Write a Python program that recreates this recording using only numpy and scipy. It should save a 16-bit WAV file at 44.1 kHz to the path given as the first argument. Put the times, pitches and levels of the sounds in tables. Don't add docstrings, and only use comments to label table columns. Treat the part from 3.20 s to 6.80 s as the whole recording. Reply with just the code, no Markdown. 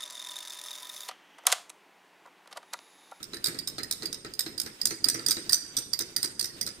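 import sys
import numpy as np
from scipy import signal
from scipy.fft import rfft, irfft
from scipy.io import wavfile
from scipy.ndimage import uniform_filter1d

SR = 44100
rng = np.random.default_rng(int(sys.argv[2]) if len(sys.argv) > 2 else 0)


def unload_audio(sound):
    columns = np.transpose(np.atleast_2d(sound))
    steps = np.round(np.clip(columns, -1, 1) * 32767)
    wavfile.write(sys.argv[1], SR, steps.astype(np.int16))


def gain_from_db(level_db):
    decades = np.asarray(level_db, float) / 20
    return 10 ** decades


N = 158760

# (frequency [Hz], level [dB])
AIR = [(40, -4), (120, 3), (350, 2.5), (700, -10), (1700, -13), (3000, -13), (5000, -16), (16000, -18)]
# (frequency [Hz], time to fall 60 dB [s])
ROOM_T60 = [(200, 0.84), (1500, 1), (5000, 0.47), (10000, 0.67), (15000, 0.28)]
# (time
# [s], peak level [dB], pitch [Hz])
TOCKS = [(0.168, -39, 1790), (0.2593, -35, 1960), (0.6015, -42.5, 1990), (0.6429, -38.5, 1900),
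         (0.815, -53, 1970), (1.203, -32, 1860), (1.6577, -41.5, 1840), (1.8532, -37, 1810),
         (1.8985, -36.5, 1730), (2.0753, -34, 1830), (2.116, -40, 2070), (2.3041, -34, 1770),
         (2.371, -37, 1590), (2.7444, -41, 1937), (2.81, -41.5, 1900), (2.9745, -36, 1840),
         (3.2048, -34, 1800), (3.2483, -36, 1930), (3.2999, -43, 1880), (3.4232, -37, 1980),
         (2.569, -30, 3380), (2.583, -33, 3550)]
# (time [s], peak level [dB], pitch [Hz], clack level [dB], clack pitch [Hz])
KNOCKS = [(0.002, -51.5, 288, -10, 4170), (0.1335, -42.5, 344, 18.5, 4040), (0.167, -52, 430, 16, 4600),
          (0.279, -37.5, 173, -13, 4040), (0.262, -47.5, 254.4, 2, 4000), (0.346, -44.5, 278, 9, 4230),
          (0.582, -40.5, 345, 22.5, 4190), (0.603, -47, 393, -24, 4140), (0.822, -44, 273, 21.5, 4290),
          (0.831, -43.5, 302, 11, 3870), (1.047, -42.5, 352, 14.5, 4080), (1.262, -41, 315, 19.5, 4280),
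          (1.461, -42, 336, 10.5, 4500), (1.707, -39, 327, 13, 4250), (1.861, -40.5, 341, -2, 4170),
          (1.944, -35.5, 328, -22, 4260), (1.992, -45, 293, 11, 3830), (2.086, -42.5, 317, 17, 3540),
          (2.167, -38.5, 274, 14.5, 4120), (2.801, -41.5, 367, 17, 3820), (3.04, -41, 352, 16, 4100),
          (3.472, -44.5, 288, 18.5, 4300), (2.575, -46.5, 137, 3, 3280)]
# (frequency [Hz], level [dB])
STAND_MODES = [(140, -1), (200, -33), (280, 1), (440, -2.5), (1320, 0), (1950, -18.5)]
# (frequency [Hz], level [dB])
RATTLE = [(100, -31), (300, 6.5), (650, -15), (1100, -18), (1300, -6.5), (2000, -5.5), (3000, -18),
          (7000, -24)]
# (frequency [Hz], level [dB])
THUD = [(150, -18), (320, -19), (800, -0.5), (1500, -23), (3000, -16.5), (4200, 3), (8000, -7),
        (14000, -13)]
# (time [s], peak level [dB], main pitch [Hz], tube ring [dB], brightness [dB])
FAR_TICKS = [(0.0285, -26.5, 5320, -19, -0.5), (0.2419, -16, 5010, -42, 0.5), (0.259, -17, 4650, -29, 1),
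             (0.268, -23.5, 4670, -29, 8), (0.281, -47, 4700, -29, -5), (0.474, -18.5, 5260, -42, -0.5),
             (0.7107, -16.5, 5310, -16, 4), (0.9276, -22, 5280, -16, -1), (1.1922, -16, 5140, -35, 4),
             (1.3994, -20.5, 5300, -30, 7), (1.6543, -15.5, 5080, -10, 6.5), (1.8854, -15, 5140, -8, 7.5),
             (2.0842, -19, 4720, 3.5, 5.5), (2.1079, -14, 5080, -28, 3.5), (2.114, -13.5, 4760, -19, -1),
             (2.3221, -23, 5500, -22, 11), (2.3303, -10.5, 4725, 0, 1), (2.5674, -20, 4970, -1.5, 6),
             (2.574, -28, 4760, 0, 12), (2.7903, -21, 5090, -23, 7), (2.8094, -22, 5280, -5, -4),
             (3.029, -16, 5045, -24, 0), (3.046, -21.5, 4920, -7.5, 1.5), (3.211, -21, 4470, -7, 4.5),
             (3.243, -20, 5210, -12, 1.5), (3.464, -22.5, 5330, -20, -0.5), (3.4747, -27.5, 5000, -7, 1)]
# (time [s], peak level [dB], main pitch [Hz], tube ring [dB], brightness [dB])
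NEAR_TICKS = [(0.1421, -30, 4830, -30, 3.5), (0.1685, -31, 4950, -30, -4), (0.3446, -38, 4690, -30, 2),
              (0.587, -27, 4870, -34, -4), (0.8295, -28.5, 4900, -30, 3), (1.4611, -30.5, 5000, -6, -1.5),
              (0.3877, -15.5, 4720, -37, -7.5), (0.632, -17.5, 5010, -42, -6),
              (0.856, -16.5, 4790, -43, -4), (1.0657, -32, 5020, -32, -32), (1.1363, -27, 4960, -36, -1.5),
              (1.3781, -17, 4870, -23, -7), (1.6141, -14, 4980, -43, -7), (1.706, -22.5, 4600, 3, -6),
              (1.842, -7.5, 4860, -44, -5.5), (1.943, -29, 4860, 3.5, 10), (1.994, -25, 4780, -35, -19),
              (2.0627, -13, 4890, -32, 3), (2.165, -45, 4800, -27, -7), (2.2938, -12, 4870, -33, -3),
              (2.7324, -11, 4850, -14.5, -6), (2.9632, -12, 4794, -15, -1), (3.194, -15.5, 4830, -14, 1.5),
              (3.4109, -15.5, 4867, -5, 1.5)]
# (frequency [Hz], level [dB])
FAR_MODES = [(1537, -39), (3820, -17.5), (4650, -18.5), (7090, -20), (7960, -18), (8543, -12),
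             (8846, -13.5), (9870, -23), (11040, -12), (13730, -13), (13200, -32), (15100, -37.5)]
# (frequency [Hz], level [dB])
NEAR_MODES = [(1900, -33), (4180, -39), (4680, -18.5), (7900, -21), (8700, -11), (9190, -9.5),
              (11400, -14.5), (13600, -12.5)]
# (frequency [Hz], level [dB])
CRACK = [(900, -18.5), (1500, -8.5), (2900, -16), (5000, 4), (6500, -5), (8700, -5.5), (10400, -3.5),
         (14000, -5)]
# (frequency [Hz], left minus right [dB])
PORTS = [(60, -7), (110, 5), (200, -1), (380, 0), (700, -1.5), (1290, 2.5), (2380, 1.5), (4400, -9.5),
         (8120, -2), (15000, -7)]
# (frequency [Hz], level [dB])
MIC = [(9300, 2), (10400, -6.5), (11150, -2), (12300, -7), (13800, -2), (14700, -3.5)]
# (frequency [Hz], level [dB])
BODY = [(2100, 0.5), (2700, 2), (3200, 1.5), (3800, 3), (4400, -2.5), (4900, 1.5), (5500, -4.5), (6500, 0)]
# (low edge [Hz], margin [dB])
MUTED = [(9600, -13), (10300, -13), (11700, -22), (12400, -24), (14400, -20), (15100, -22), (15800, -30)]

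AIR_DB, FLICKER_DB, FLICKER_HZ = -55, 3, 9.8
ALIKE_HZ = 580
ECHO_DELAY_S, ECHO_DB, ECHO_T60_S, ECHO_RISE_S = 0.008, -7.5, 0.084, 0.00087
ROOM_DB, ROOM_RISE_S, SHIMMER_DB = -8.5, 0.012, 3
SCATTER_DB, DETUNE, MAIN_WANDER = 3, 0.017, 0.08
TURN_RAD, TURN_HZ = 0.8, 900
BOUNCE_S, BOUNCE_SPREAD = 0.0135, 0.15
KNOCK_BOUNCE_DB, FAR_BOUNCE_DB, NEAR_BOUNCE_DB = -10.5, -6, -12
SPLIT = 3
GLASS_T60_S, WOOD_T60_S = 0.021, 0.045
TOCK_DB, TOCK_T60_S = 2, 0.026
STAND_T60_S, STAND_RISE_S, CLACK_T60_S = 0.16, 0.0029, 0.023
RATTLE_DB, RATTLE_T60_S = 0.5, 0.17
THUD_DB, THUD_T60_S, TAP_DB = 6, 0.024, -6
FAR_PAN_DB, FAR_T60_S, FAR_RISE_S = -1, 0.024, 0.0013
NEAR_PAN_DB, NEAR_T60_S, NEAR_RISE_S = -3, 0.028, 0.003
TUBE_HZ, TUBE_DB, TUBE_T60_S = 5930, -9, 0.05
TWIN_DB, TWIN_RATIO = -5, 1.035
CRACK_DB, CRACK_T60_S = -5.5, 0.028
GRIP_S, GRIP_DB = 1.3, -8.5
TOP_HZ, TOP_DB = 15500, -29
MUTE_WIDTH_HZ, WAVER_DB = 700, 4


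def curve(table, hz):
    p = np.array(table, float)
    return np.interp(np.log(np.maximum(hz, 1)), np.log(p[:, 0]), p[:, 1])


def colour(x, db):
    n = x.shape[-1]
    hz = np.arange(n // 2 + 1) * SR / n
    return irfft(rfft(x) * gain_from_db(db(hz)), n)


def fade(t, t60, rise=1e-4):
    return (1 - np.exp(-t / abs(rise))) * np.exp(-np.log(1000) * t / np.abs(t60))


def alike(mid, pair):
    def shared(f):
        return 1 / (1 + (f / ALIKE_HZ) ** 4) / (1 + (45 / (f + 1)) ** 4)

    same = colour(mid, lambda f: 10 * np.log10(shared(f)))
    return same + colour(pair, lambda f: 10 * np.log10(1.03 - shared(f)))


def noise(n):
    return alike(rng.standard_normal(n), rng.standard_normal((2, n)))


def air():
    x = colour(noise(N), lambda f: curve(AIR, f))
    low = colour(x, lambda f: -10 * np.log10(1 + (f / ALIKE_HZ) ** 4))
    walk = colour(rng.standard_normal((2, N)), lambda f: -10 * np.log10(1 + (f / FLICKER_HZ) ** 4))
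    gain = gain_from_db(FLICKER_DB * walk / walk.std())
    return (low * gain[0] + (x - low) * gain[1]) / x.std() * gain_from_db(AIR_DB)


def room(x):
    def unit(h):
        return h / np.sqrt((h ** 2).sum(axis=-1).mean())

    t = np.arange(SR) / SR
    echo = noise(SR) * fade(np.maximum(t - ECHO_DELAY_S, 0), ECHO_T60_S, ECHO_RISE_S)
    tail, source = 0, noise(SR)
    for hz in 125 * 2. ** np.arange(8):
        def octave(f):
            distance = np.clip(np.log2((f + 1) / hz), -1, 1)
            return 20 * np.log10(np.cos(distance * np.pi / 2) ** 2 + 1e-6)

        tail = tail + colour(source, octave) * fade(t, curve(ROOM_T60, hz), ROOM_RISE_S)
    reply = gain_from_db(ECHO_DB) * unit(echo) + gain_from_db(ROOM_DB) * unit(tail)
    return signal.fftconvolve(x.mean(axis=0)[None], reply, axes=1)[:, :N]


def shimmer(x):
    _, _, z = signal.stft(x, SR, nperseg=512)
    waver = uniform_filter1d(rng.standard_normal(z.shape[1:]), size=4, axis=0)
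    waver = uniform_filter1d(waver, size=4, axis=1)
    gain = gain_from_db(SHIMMER_DB * waver / waver.std() - 2)
    return signal.istft(z * gain, SR, nperseg=512)[1][:, :N]


def ring(events, modes, rise, hiss, hiss_db, hiss_t60, pan_db):
    out = np.zeros((2, N + SR))
    t = np.arange(SR // 7 if hiss_t60 > .1 else SR // 14) / SR
    for (start, db), rows, level_db in zip(events, modes, hiss_db):
        hz, mode_db, t60 = np.array(rows, float).T[:, :, None]
        detune, shift, scatter, turn = rng.standard_normal((4, len(rows), 1))
        free = np.arange(len(rows))[:, None] > 1
        pitch = hz * (1 + DETUNE * detune * np.maximum(free, MAIN_WANDER))
        phase = 2 * np.pi * pitch * t + 3 * shift
        env = gain_from_db(mode_db + SCATTER_DB * scatter * free) * fade(t, t60, rise)
        crack = colour(noise(len(t)), lambda f: curve(hiss, f))
        crack = crack / crack.std() * gain_from_db(level_db) * fade(t, hiss_t60, rise / 2)
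        turn = TURN_RAD * np.minimum(hz / TURN_HZ, 1) * turn
        i = int(start * SR)
        for c, side in enumerate((1, -1)):
            tone = (env * np.sin(phase + side * turn)).sum(axis=0)
            out[c, i:i + len(t)] += gain_from_db(db + side * pan_db / 2) * (tone + crack[c])
    return out[:, :N]


def bounced(table, loss_db):
    rebounds = []
    for time, db, *rest in table:
        for k, r in enumerate(rng.standard_normal(2)):
            delay = BOUNCE_S * (k + 1 - k / 4) * (1 + BOUNCE_SPREAD * r)
            rebounds.append((time + delay, db + loss_db * (1.7 * k + 1), *rest))
    return list(table) + rebounds


def tocks():
    rows = [SPLIT * [(hz, TOCK_DB - 3, TOCK_T60_S), (1.05 * hz, TOCK_DB - 6, TOCK_T60_S)]
            for _, _, hz in TOCKS]
    hits = [e[:2] for e in TOCKS]
    return ring(hits, rows, NEAR_RISE_S, CRACK, [TOCK_DB - 13] * len(hits), TOCK_T60_S, 0)


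def knocks():
    hits = [e[:2] for e in KNOCKS]
    taps = bounced(KNOCKS, KNOCK_BOUNCE_DB)
    stand = [(f, g, WOOD_T60_S) for f, g in STAND_MODES]
    wood = [[(e[2], -6, STAND_T60_S)] + stand for e in KNOCKS]
    rattle = ring(hits, wood, STAND_RISE_S, RATTLE, [RATTLE_DB] * len(hits), RATTLE_T60_S, 0)
    clack = [SPLIT * [(hz, db - 11, CLACK_T60_S)] + [(0.95 * hz, db - 12, CLACK_T60_S)]
             for _, _, _, db, hz in taps]
    thud_db = [THUD_DB + e[3] / 2 + TAP_DB for e in taps]
    return rattle + ring([e[:2] for e in taps], clack, FAR_RISE_S, THUD, thud_db, THUD_T60_S, 0)


def ticks(table, modes, pan_db, t60, rise):
    rows = []
    for time, _, hz, tube, bright in table:
        tones = [(hz, -4, t60),
                 (TUBE_HZ, tube + TUBE_DB, TUBE_T60_S),
                 (hz * TWIN_RATIO, TWIN_DB - 0.5, t60 / 2),
                 (hz / TWIN_RATIO, TWIN_DB + 1.5, t60 / 2),
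                 (TUBE_HZ, tube + TUBE_DB + 16, GLASS_T60_S)]
        side = []
        for f, g in modes:
            damping = GRIP_DB * (3000 < f < 4000 and time > GRIP_S)
            side.append((f, g + bright * (f > 6500) + damping, GLASS_T60_S if f > 3000 else WOOD_T60_S))
        rows.append(tones + SPLIT * side)
    crack_db = [CRACK_DB + e[4] / 2 for e in table]
    return ring([e[:2] for e in table], rows, rise, CRACK, crack_db, CRACK_T60_S, pan_db)


def scene():
    near = ticks(bounced(NEAR_TICKS, NEAR_BOUNCE_DB), NEAR_MODES, NEAR_PAN_DB, NEAR_T60_S, NEAR_RISE_S)
    far = ticks(bounced(FAR_TICKS, FAR_BOUNCE_DB), FAR_MODES, FAR_PAN_DB, FAR_T60_S, FAR_RISE_S)
    direct = near + far + knocks() + tocks()
    return direct + shimmer(room(direct)) + air()


def mute(x):
    f, _, z = signal.stft(x, SR, nperseg=1024)

    def power(lo, hi):
        return (np.abs(z[:, (f >= lo) & (f < hi)]) ** 2).mean(axis=(0, 1))

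    glass = power(4400, 5400)
    attack = glass > 2 * np.roll(glass, 2)
    for lo, margin_db in MUTED:
        hi = lo + MUTE_WIDTH_HZ
        waver = uniform_filter1d(WAVER_DB * rng.standard_normal(len(glass)), size=9)
        loud = power(lo, hi) > glass * gain_from_db(2 * (margin_db + waver))
        z[:, (f >= lo) & (f < hi)] *= attack | loud
    return signal.istft(z, SR, nperseg=1024)[1][:, :N]


def roll_off(x):
    return signal.sosfilt(signal.butter(12, 16490, fs=SR, output="sos"), x)


def record(dry):
    def port(f, side):
        return side * curve(PORTS, f) / 2 + curve(MIC, f) + curve(BODY, f) + TOP_DB * (f > TOP_HZ)

    left = colour(dry[0], lambda f: port(f, 1))
    right = colour(dry[1], lambda f: port(f, -1))
    return roll_off(mute(np.array([left, right])))


dry = scene()
out = record(dry)
unload_audio(out)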